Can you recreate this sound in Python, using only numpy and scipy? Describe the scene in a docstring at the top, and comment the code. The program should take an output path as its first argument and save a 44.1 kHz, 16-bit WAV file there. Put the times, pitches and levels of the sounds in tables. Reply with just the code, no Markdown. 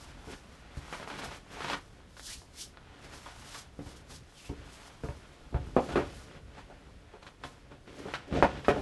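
"""Fitting a fin to a foam blank

Hands work at a fin box set into a foam surfboard blank on a padded stand in a workshop. A tape is peeled, palms
and sleeves brush and hands rub together (dense grains), the blank is shifted with dull bumps, then a plastic fin
is knocked and pushed into the slot (stick-slip). Every tick, bump and knock is a pulse with briefly ringing modes
of the light blank and its stand; one tick may be a lip smack.
An air pocket adds gliding resonant noise; short echoes and a quiet noise hum make the room."""
import sys
import numpy as np
from scipy import signal
from scipy.fft import rfft, irfft, next_fast_len
from scipy.io import wavfile

SR = 44100
rng = np.random.default_rng(int(sys.argv[2]) if len(sys.argv) > 2 else 0)


def wrap_up_sound(samples):
    """Save the sound to the file named by the first command line argument, as 16-bit audio."""
    columns = np.atleast_2d(samples).T
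    # keep every value between -1 and 1, then stretch to whole-number steps
    tamed = np.clip(columns, -1, 1)
    steps = np.round(tamed * 32767).astype(np.int16)
    wavfile.write(sys.argv[1], SR, steps)


def how_loud(loudness_db):
    """Turn decibels into a plain amplitude multiplier (0 dB gives 1, 20 dB gives 10)."""
    steps = np.asarray(loudness_db, float) / 20
    return 10 ** steps


N = 388521


def rms_one(x):
    """Scales to rms 1."""
    return x / np.sqrt(np.mean(x ** 2) + 1e-20)


def drift(rate_hz):
    """Slow random wander of rms about 1: noise through two equal low-pass poles."""
    hop = 40
    r = np.exp(-2 * np.pi * rate_hz * hop / SR)
    noise = rng.standard_normal(N // hop + 2002)
    slow = signal.lfilter([1], [1, -2 * r, r * r], noise)[2000:]   # drop the filter's start-up
    return np.interp(np.arange(N) / hop, np.arange(len(slow)), rms_one(slow))


def ring(drive, hz, t60_s):
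    """One damped mode: a unit click sets a sine ringing from height 1."""
    r = how_loud(-60 / (t60_s * SR))
    w = 2 * np.pi * hz / SR
    return signal.lfilter([0, np.sin(w)], [1, -2 * r * np.cos(w), r * r], drive + 1e-18)


def coloured(x, spectrum):
    """Shapes white input to a spectrum (frequency [Hz], density [dB per Hz]); unit gain on white noise."""
    hz, db = np.transpose(spectrum)
    size = next_fast_len(len(x))
    bin_hz = np.arange(size // 2 + 1) * SR / size
    gain = rms_one(how_loud(np.interp(np.log(bin_hz + 1), np.log(hz), db)))
    return irfft(rfft(x, size) * gain, size)[:len(x)]


def grains(per_s, spread_db):
    """Random slips of uneven size; rms about 1 at a steady rate."""
    sizes = how_loud(spread_db * np.minimum(rng.exponential(1, N), 4)) * rng.choice([-1, 1], N)
    born = rng.random(N) < per_s / SR
    return sizes * born / np.sqrt(np.mean(sizes ** 2) * per_s / SR)


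def touch(push_ms):
    """Pressure of one contact: a raised-cosine push and a longer, weaker rebound."""
    count = max(int(push_ms * SR / 1000), 4)
    rebound = -.55 * np.hanning(int(1.35 * count) + 2)
    return np.concatenate([np.hanning(count + 2), rebound])


def add(out, s, x):
    """Mixes x into out at s seconds."""
    at = int(s * SR)
    out[at:at + len(x)] += x[:N - at]


def in_time(spans):
    """Joins curve rows by straight lines, one value a sample."""
    s, *columns = np.transpose(np.concatenate(spans))
    return [np.interp(np.arange(N) / SR, s, c) for c in columns]


def strokes(peak_s, rise_s, fall_s, level_db, rest_db):
    """Strokes swell to a peak and die away; their powers add over a resting level; dB per sample."""
    fade_db = 20   # change over one rise or one fall
    t = np.arange(0, N + 64, 64)[:, None] / SR
    before = (peak_s - t) / np.maximum(rise_s, .004)
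    after = (t - peak_s) / np.maximum(fall_s, .004)
    shape_db = level_db - fade_db * np.maximum(before, after)
    total_db = 10 * np.log10(np.sum(how_loud(2 * shape_db), axis=1) + how_loud(2 * rest_db))
    return np.interp(np.arange(N) / SR, t[:, 0], total_db)


# Room noise spectrum: (frequency [Hz], density [dB per Hz])
ROOM_TONE_SPECTRUM = [(12, -24), (20, 13.5), (81, -1), (643, -17.5), (2470, -27), (4700, -30), (11100, -38),
                      (12400, -50), (16100, -89), (22000, -120)]
ROOM_DB = -53.5


def room_tone():
    """Room hum: bass-heavy noise whose level wanders slowly."""
    level_db = ROOM_DB + 1.0 * drift(0.75)
    return how_loud(level_db) * coloured(rng.standard_normal(N), ROOM_TONE_SPECTRUM)


# Nominal modes of the padded stand: (frequency [Hz], level [dB], t60 [s])
STAND_MODES = [(66.1, -9, 0.44), (83.2, -6, 0.16), (118.2, -1.5, 0.13), (231, -22, 0.11)]
# Weight on the stand: (time [s], level [dB])
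LEAN_CURVE = [(0.0, -54.5), (1.13, -67), (1.3, -67), (1.96, -60), (2.53, -56.5), (2.89, -62), (3.12, -57),
              (4.24, -55.5), (4.49, -79), (4.61, -49.5), (4.81, -60), (5.4, -57), (5.72, -36.5),
              (5.86, -73), (5.96, -34.5), (6.13, -53.5), (7.0, -60), (7.75, -59), (8.34, -64), (8.46, -50),
              (8.71, -48), (8.81, -36)]


def lean(level_db):
    """Weight shifts: unsteady noise keeps the low modes of the stand murmuring."""
    shake = rng.standard_normal(N) * how_loud(3.6 * drift(8.1))
    # half the level spread in dB, quicker decay
    murmur = sum(how_loud(m * .5) * ring(shake, hz, t60_s * 0.34) for hz, m, t60_s in STAND_MODES)
    return how_loud(level_db) * rms_one(murmur)


# Nominal modes of the foam blank: (frequency [Hz], level [dB], t60 [s])
BLANK_MODES = [(177, -11.5, 0.053), (205, -13.5, 0.086), (279, -7.5, 0.048), (351, -6.5, 0.031),
               (423, -9.5, 0.037), (440, -5, 0.022), (546, -12, 0.07), (599, -17.5, 0.073), (701, -8, 0.04),
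               (758, -22.5, 0.051), (833, -6.5, 0.025), (896, 4.5, 0.013), (1063, -12, 0.074),
               (1273, -8.5, 0.028), (1416, -2, 0.015), (1442, -7, 0.036), (1690, -11.5, 0.045),
               (1900, -19, 0.035), (2100, -16, 0.037), (2260, -12, 0.12), (2460, -5, .04), (2750, -36, .03),
               (3380, 1, .03)]
# Fine grit on foam: (frequency [Hz], density [dB per Hz])
SCRAPE_SPECTRUM = [(240, -48.5), (400, -15), (631, 0), (682, -2), (1060, 0), (1790, -2), (3220, -6.5),
                   (9000, -25.5), (11700, -59), (19800, -120)]
# Fingers, tape and fin dragged on foam, one row a stroke:
# (peak time [s], rise [s], fall [s], scrape level [dB], shake of the blank re scrape [dB])
DRAG_STROKES = [(0.09, 0.87, 0.77, -54, -10), (0.338, 0.1, 0.029, -43.5, -2.5), (0.55, .4, 0.13, -59, -0.5),
                (0.84, 0.11, 0.44, -60, -12), (1.02, 0.66, 0.059, -46.5, -8.5),
                (1.12, 0.046, .22, -45.5, -9), (1.255, 0.32, 0.053, -40, -3.5),
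                (1.334, 0.13, 0.083, -42.5, -7), (1.53, 0.046, 0.27, -46.5, -3),
                (1.628, 0.15, 0.13, -39.5, -8.5), (1.732, 0.15, 0.058, -33, -9.5),
                (2.0, 0.36, 0.45, -61.5, -2.5), (2.344, .2, .2, -63, -13), (2.65, 0.46, .15, -61, -3),
                (2.95, 0.4, 0.61, -55.5, -5.5), (3.052, 0.056, 0.071, -48, -3),
                (3.138, 0.059, 0.071, -46, -5.5), (3.29, 0.18, .12, -49.5, -20),
                (3.57, 0.68, 0.15, -49, -12), (3.876, 0.077, 0.32, -52.5, -1.5),
                (4.118, .06, .1, -49.5, -3.5), (4.39, .08, 0.13, -89, -14), (4.58, .15, 0.59, -55.5, -0.5),
                (4.83, 1, 0.43, -53, -12.5), (5.2, 0.38, 1, -56.5, -3.5), (5.63, 0.17, 0.59, -55.5, 0),
                (5.83, 0.059, 0.099, -47.5, 1), (5.924, 0.1, 0.072, -40, 2.5),
                (6.04, 0.33, 0.35, -47.5, 0.5), (6.372, 0.37, 0.051, -51.5, 0),
                (6.588, 0.14, 0.08, -49, -4), (6.71, 0.22, 0.9, -59, -1), (7.14, 0.2, 0.19, -58.5, -8),
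                (7.228, 0.011, .03, -48, -8), (7.268, 0.0092, 0.056, -47.5, -2),
                (7.45, 0.03, 0.047, -42.5, -1), (7.52, 0.3, 0.55, -59.5, -1.5),
                (7.715, .03, 0.11, -54.5, 3.5), (7.877, .02, 0.24, -50.5, 0.5),
                (7.993, .06, 0.13, -48.5, 4), (8.11, 0.19, 0.3, -45.5, -6),
                (8.371, 0.078, 0.089, -33.5, 7.5), (8.46, 0.13, 0.23, -42.5, -3),
                (8.576, .2, 0.1, -44.5, 2), (8.652, .03, 0.12, -47, -8), (8.74, 0.07, 0.25, -43, 7),
                (8.81, 0.17, .1, -49, 7)]
DRAG_REST_DB = -66   # the hands never rest quite


def scrape():
    """Stick and slip: clumped slips over fine grit; each stroke also shakes the blank's low modes by its own amount."""
    *when, drag_db, deep_db = np.transpose(DRAG_STROKES)
    level_db = strokes(*when, drag_db, DRAG_REST_DB)
    shake_db = strokes(*when, drag_db + deep_db, DRAG_REST_DB) - level_db
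    slips = np.convolve(grains(110 * how_loud(5.0 * drift(15)), 2.75), touch(0.34))[:N]
    # shorter t60 than after a knock
    high = sum(how_loud(m) * ring(slips, hz, t60_s * 0.73) for hz, m, t60_s in BLANK_MODES if hz > 750)
    slips = rms_one(slips + how_loud(7) * high)
    grit = grains(8000, 2.2)
    body = sum(how_loud(m) * ring(grit, hz, t60_s * .5) for hz, m, t60_s in BLANK_MODES if 190 < hz < 750)
    rubbing = 0.4 * slips + 0.73 * coloured(grit, SCRAPE_SPECTRUM)
    return how_loud(level_db) * (rubbing + how_loud(shake_db) * rms_one(body))


# Skin and cloth rubbing: sleeves and palms on foam, and hands rubbed together:
# (frequency [Hz], density [dB per Hz])
BRUSH_SPECTRUM = [(1470, -17), (2500, -16), (2860, -1), (5120, 3), (7860, -1.5), (11400, -6), (12400, -20),
                  (16100, -30), (22000, -120)]
# Palms, sleeves and rubbed hands, one row a stroke: (peak time [s], rise [s], fall [s], level [dB])
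SWISH_STROKES = [(0.01, 0.062, 0.37, -58.5), (0.32, 0.11, 0.12, -53.5), (0.56, 0.38, .15, -66),
                 (0.78, .1, .5, -61), (0.932, 0.055, 0.22, -51.5), (1.078, 0.016, .2, -55),
                 (1.196, .03, 0.049, -49), (1.243, 0.025, .08, -47), (1.375, .4, .045, -57),
                 (1.525, .035, 0.21, -55.5), (1.63, 0.17, .3, -53.5), (1.72, 0.16, 0.068, -51.5),
                 (2.104, .03, 0.09, -68), (2.168, 0.0091, 0.024, -61), (2.27, 0.098, 0.17, -45),
                 (2.335, 0.13, .06, -43.5), (2.612, 0.065, 0.066, -39), (2.665, .08, 0.037, -58),
                 (3.047, 0.062, 0.095, -61), (3.154, 0.13, 0.2, -54.5), (3.28, .15, 0.055, -59),
                 (3.592, 0.38, 0.072, -50), (3.896, 0.15, 0.098, -56), (3.97, .03, 0.059, -57),
                 (4.11, 0.037, 0.12, -55), (4.155, 0.081, 0.044, -50), (4.385, 0.036, .2, -56),
                 (4.46, 0.24, 0.079, -56), (4.72, 0.1, 0.49, -58.5), (4.88, 0.55, .17, -64.5),
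                 (5.04, 0.038, 0.54, -61), (5.55, 0.034, .5, -76), (5.672, .05, .1, -63),
                 (5.81, 0.075, .6, -58), (5.97, 0.55, .15, -60.5), (6.208, 0.28, 0.13, -58),
                 (6.585, .06, .12, -70), (7.23, .02, .07, -68), (7.27, .04, 0.099, -66),
                 (7.44, .01, 0.15, -58), (7.475, 0.09, .04, -61), (7.55, .1, 0.28, -76),
                 (7.996, 0.19, 0.19, -60.5), (8.156, 0.13, .07, -59), (8.28, .01, .03, -64),
                 (8.368, 0.083, 0.18, -62), (8.43, .03, 0.076, -56), (8.695, 0.066, 0.038, -53),
                 (8.81, 0.43, 0.12, -60)]
SWISH_REST_DB = -83


def brush():
    """Palms, sleeves and hands rubbed together: very dense fine grains, bright and flickering."""
    level_db = strokes(*np.transpose(SWISH_STROKES), SWISH_REST_DB)
    return how_loud(level_db + 1.72 * drift(20)) * coloured(grains(12000, 1.5), BRUSH_SPECTRUM)


# Hands and hips bump the blank on its stand: (time [s], pulse peak [dB], push time [ms],
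# ring of the blank re pulse [dB], bump of the stand re pulse [dB])
BUMP_HITS = [(0.2701, -41, 0.92, -4, -8), (0.7675, -39.5, 1.2, -13, 2.5), (1.2735, -43, 0.76, -17, -2),
             (3.7886, -34, 2.1, -6, -24), (3.8619, -42, 0.61, -9, -3), (4.4913, -36, 1.33, -3.5, -1),
             (5.034, -30, 0.92, -6.5, -6), (5.085, -31, 0.62, -12.5, -4), (5.5233, -44, 1.9, 0.5, -1),
             (5.5419, -26, 0.71, -11, 0), (8.0519, -36.5, 0.94, -1.5, -10), (8.3234, -20, 2.5, -21, -18)]
BUMP_CRACK_DB = -24.5
# Short hard ticks of tape, nail and fin edge, and a click that may be a lip smack: (time [s],
# pulse peak [dB], push time [ms], ring of the blank re pulse [dB], plastic crack re pulse [dB])
TICK_HITS = [(0.9249, -23, 0.54, -16.5, -19.5), (0.952, -39, 0.31, -24, -22),
             (0.997, -32.5, 0.65, -15, -28), (1.0262, -29, 0.51, -38, -20.5),
             (1.074, -26.5, 0.45, -21, -27), (1.0998, -28, 0.36, -14.5, -21),
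             (1.187, -31.5, 0.27, -14, -17.5), (1.212, -37, 0.4, -22, -27), (1.2347, -42, 0.46, -8, -21),
             (1.569, -34.5, 0.52, -12, -26), (1.6038, -26.5, 0.5, -30, -18),
             (1.644, -21.5, 0.46, -19, -21.5), (1.6804, -29, 0.41, -19, -15), (1.697, -30, 0.28, -5, -11),
             (1.73, -23, 0.45, -22, -14), (2.1658, -40.5, 0.33, -14.5, -16), (2.194, -30.5, 0.3, -33, -26),
             (2.4164, -41, 0.58, -17.5, -28), (2.7707, -33, 0.28, -22, -32),
             (3.258, -43.5, 0.32, -2.5, -27), (3.5434, -42, 0.43, -26, -5.5),
             (5.887, -34.5, 0.83, -4.5, -18), (6.5693, -43, 0.58, -9, -13), (6.6978, -44.5, 0.77, -4, -25),
             (7.136, -45.5, 0.6, -2.5, -19), (7.2267, -46, 0.14, -22, -13), (7.2647, -36.5, 0.38, -21, -17),
             (7.4356, -27, 0.3, -14.5, -23), (7.717, -47.5, 0.47, -5, -24), (8.136, -23, 0.49, -33, -12.5),
             (8.645, -33, 0.52, -32, -12)]
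TICK_BUMP_DB = -42
# Fin knocked into its slot: (time [s], pulse peak [dB], push time [ms],
# ring of the blank re pulse [dB], plastic crack re pulse [dB])
KNOCK_HITS = [(5.7636, -8.5, 0.97, -12, -32.5), (5.9547, -20.5, 0.84, 0, -14), (5.995, -26.5, 1.1, -7, -18),
              (8.4237, -2.5, 0.62, -16.5, -28), (8.6812, -5.5, 0.81, -15, -25),
              (8.7608, -25.5, 0.8, -8, -28)]
KNOCK_BUMP_DB = -27.5


def contact_rows():
    """All contacts as (time [s], peak [dB], push [ms], ring [dB], bump [dB], crack [dB])."""
    ticks = [(*row, TICK_BUMP_DB, crack_db) for *row, crack_db in TICK_HITS]
    knocks = [(*row, KNOCK_BUMP_DB, crack_db) for *row, crack_db in KNOCK_HITS]
    return ticks + knocks + [(*row, BUMP_CRACK_DB) for row in BUMP_HITS]


# Plastic rattle, dull part: (frequency [Hz], density [dB per Hz])
CRACK_SPECTRUM = [(710, -10.5), (1200, 4.5), (1390, 1), (2450, -4), (3620, -13), (11300, -39), (12400, -68),
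                  (16100, -84), (22000, -120)]
# Plastic rattle, bright part: (frequency [Hz], density [dB per Hz])
SNAP_SPECTRUM = [(1470, -38), (2500, -2), (3920, 4), (6260, -9), (7010, -16), (11300, -31.5), (12400, -41),
                 (16100, -64), (22000, -120)]
EAR_M = .6
CHATTER_S, FULL_CHATTER_MS = 0.039, 0.72   # contacts shorter than FULL_CHATTER_MS settle sooner


def contacts():
    """Each contact: direct pulse, modes of the blank, low modes of the stand, a short burst of rattling plastic."""
    out, tail_s = np.zeros(N), np.arange(int(.4 * SR)) / SR
    size = len(tail_s)
    rows = contact_rows()
    luck = rng.normal(0, 1, (len(rows), len(BLANK_MODES) + len(STAND_MODES)))
    jolts = rng.standard_normal((len(rows), size))
    dull = coloured(rng.standard_normal(N + size), CRACK_SPECTRUM)
    bright = coloured(rng.standard_normal(N + size), SNAP_SPECTRUM)
    early = tail_s < .025
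    shove = (tail_s < .004) * np.sin(np.pi * tail_s / .004)   # the padded stand feels a slow push
    for (s, peak_db, ms, ring_db, bump_db, crack_db), own, jolt in zip(rows, luck, jolts):
        pulse, tick = touch(ms), np.zeros(size)
        add(tick, 0, pulse)
        settling = np.exp(-(tail_s / (CHATTER_S * min(ms / FULL_CHATTER_MS, 1))) ** 4)
        # the loose parts keep jolting the blank for a moment after the first touch
        strike = tick + how_loud(-31.5) * np.convolve(jolt * settling, pulse)[:size]
        # chance sets each mode's sign and shifts its level
        blank = sum(np.sign(c) * how_loud(m + 1.4 * c) * ring(strike, hz, t60_s)
                    for (hz, m, t60_s), c in zip(BLANK_MODES, own))
        # bending waves need a few milliseconds to spread through the foam
        blank = blank * (1 - np.exp(-tail_s / .0025)) / np.std(blank[early])
        stand = sum(how_loud(m + 0.53 * c) * ring(shove, hz, t60_s)
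                    for (hz, m, t60_s), c in zip(STAND_MODES, own[::-1]))
        stand = stand / np.std(stand[early])
        at = int(s * SR)
        hard = np.clip(1.3 - ms / 0.5, 0, 1)   # a short, hard contact rattles brighter
        hiss = dull[at:at + size] + hard * bright[at:at + size]
        burst = how_loud(-60 * tail_s / 0.024) + how_loud(-1) * settling
        crack = hiss * burst * np.minimum(tail_s / 0.00052, 1)
        whole = tick + how_loud(ring_db) * blank + how_loud(bump_db) * stand + how_loud(crack_db) * crack
        add(out, s + EAR_M / 343, how_loud(peak_db) * whole)   # delay of the air path
    return out


# Air pocket between the rubbing faces: spans of (time [s], resonance [Hz], level [dB])
POCKET_SPANS = [
    [(2.16, 1350, -110), (2.2, 1350, -74), (2.25, 1500, -68), (2.285, 1650, -54.5), (2.31, 2100, -51),
     (2.34, 2460, -53), (2.39, 2900, -77), (2.47, 2500, -110), (2.55, 2100, -68), (2.58, 2250, -60),
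     (2.61, 2450, -61), (2.66, 2760, -83), (2.72, 2633, -110), (4.28, 3420, -110), (4.33, 3380, -76.5),
     (4.36, 3270, -65), (4.4, 2750, -56), (4.425, 2350, -68), (4.455, 2560, -54.5), (4.5, 2790, -63),
     (4.55, 2800, -110)],
]


def pocket(hz, level_db):
    """Noise through a gliding resonance: slow noise riding on a sine and its quadrature."""
    low_pass = signal.butter(1, 220, fs=SR, output="sos")
    slow = signal.sosfilt(low_pass, rng.standard_normal((2, N)))
    phase = 2 * np.pi * np.cumsum(hz) / SR
    return how_loud(level_db) * rms_one(slow[0] * np.cos(phase) + slow[1] * np.sin(phase))


SHOP_T60_S, WALL_CUT_HZ, SHOP_DB = 0.24, 5600, -17


def workshop(x):
    """Room echoes: ten feedback delays, duller on every round, evaluated in frequency."""
    size = next_fast_len(N + SR)
    w = 2 * np.pi * np.arange(size // 2 + 1) / size
    dull = 1 / (1 + 1j * w * SR / (2 * np.pi * WALL_CUT_HZ))
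    lags = np.linspace(.007, .037, 10) * SR * rng.uniform(0.85, 1.08, 10)   # samples
    echoes = 0
    for k, lag in enumerate(lags):
        loop = how_loud(-60 * lag / SR / SHOP_T60_S) * dull * np.exp(-1j * w * lag)
        echoes = echoes + (-1) ** k * loop / (1 - loop)
    return irfft(rfft(x, size) * echoes, size)[:N]


def scene():
    """Hands and fin close by, their echoes, the stand and the room tone."""
    near = contacts() + scrape() + brush() + pocket(*in_time(POCKET_SPANS))
    echoes = how_loud(SHOP_DB) * workshop(near)
    return (near + echoes + lean(*in_time([LEAN_CURVE])) + room_tone())[None]


def roll_off(x):
    """The treble ends steeply here."""
    return signal.sosfilt(signal.butter(12, 12540, fs=SR, output="sos"), x)


def record(dry):
    """A small microphone that drops the deepest bass."""
    bass_cut = signal.butter(3, 38, "high", fs=SR, output="sos")
    mix = signal.sosfilt(bass_cut, dry)
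    return roll_off(mix)


dry = scene()
out = record(dry)
wrap_up_sound(out)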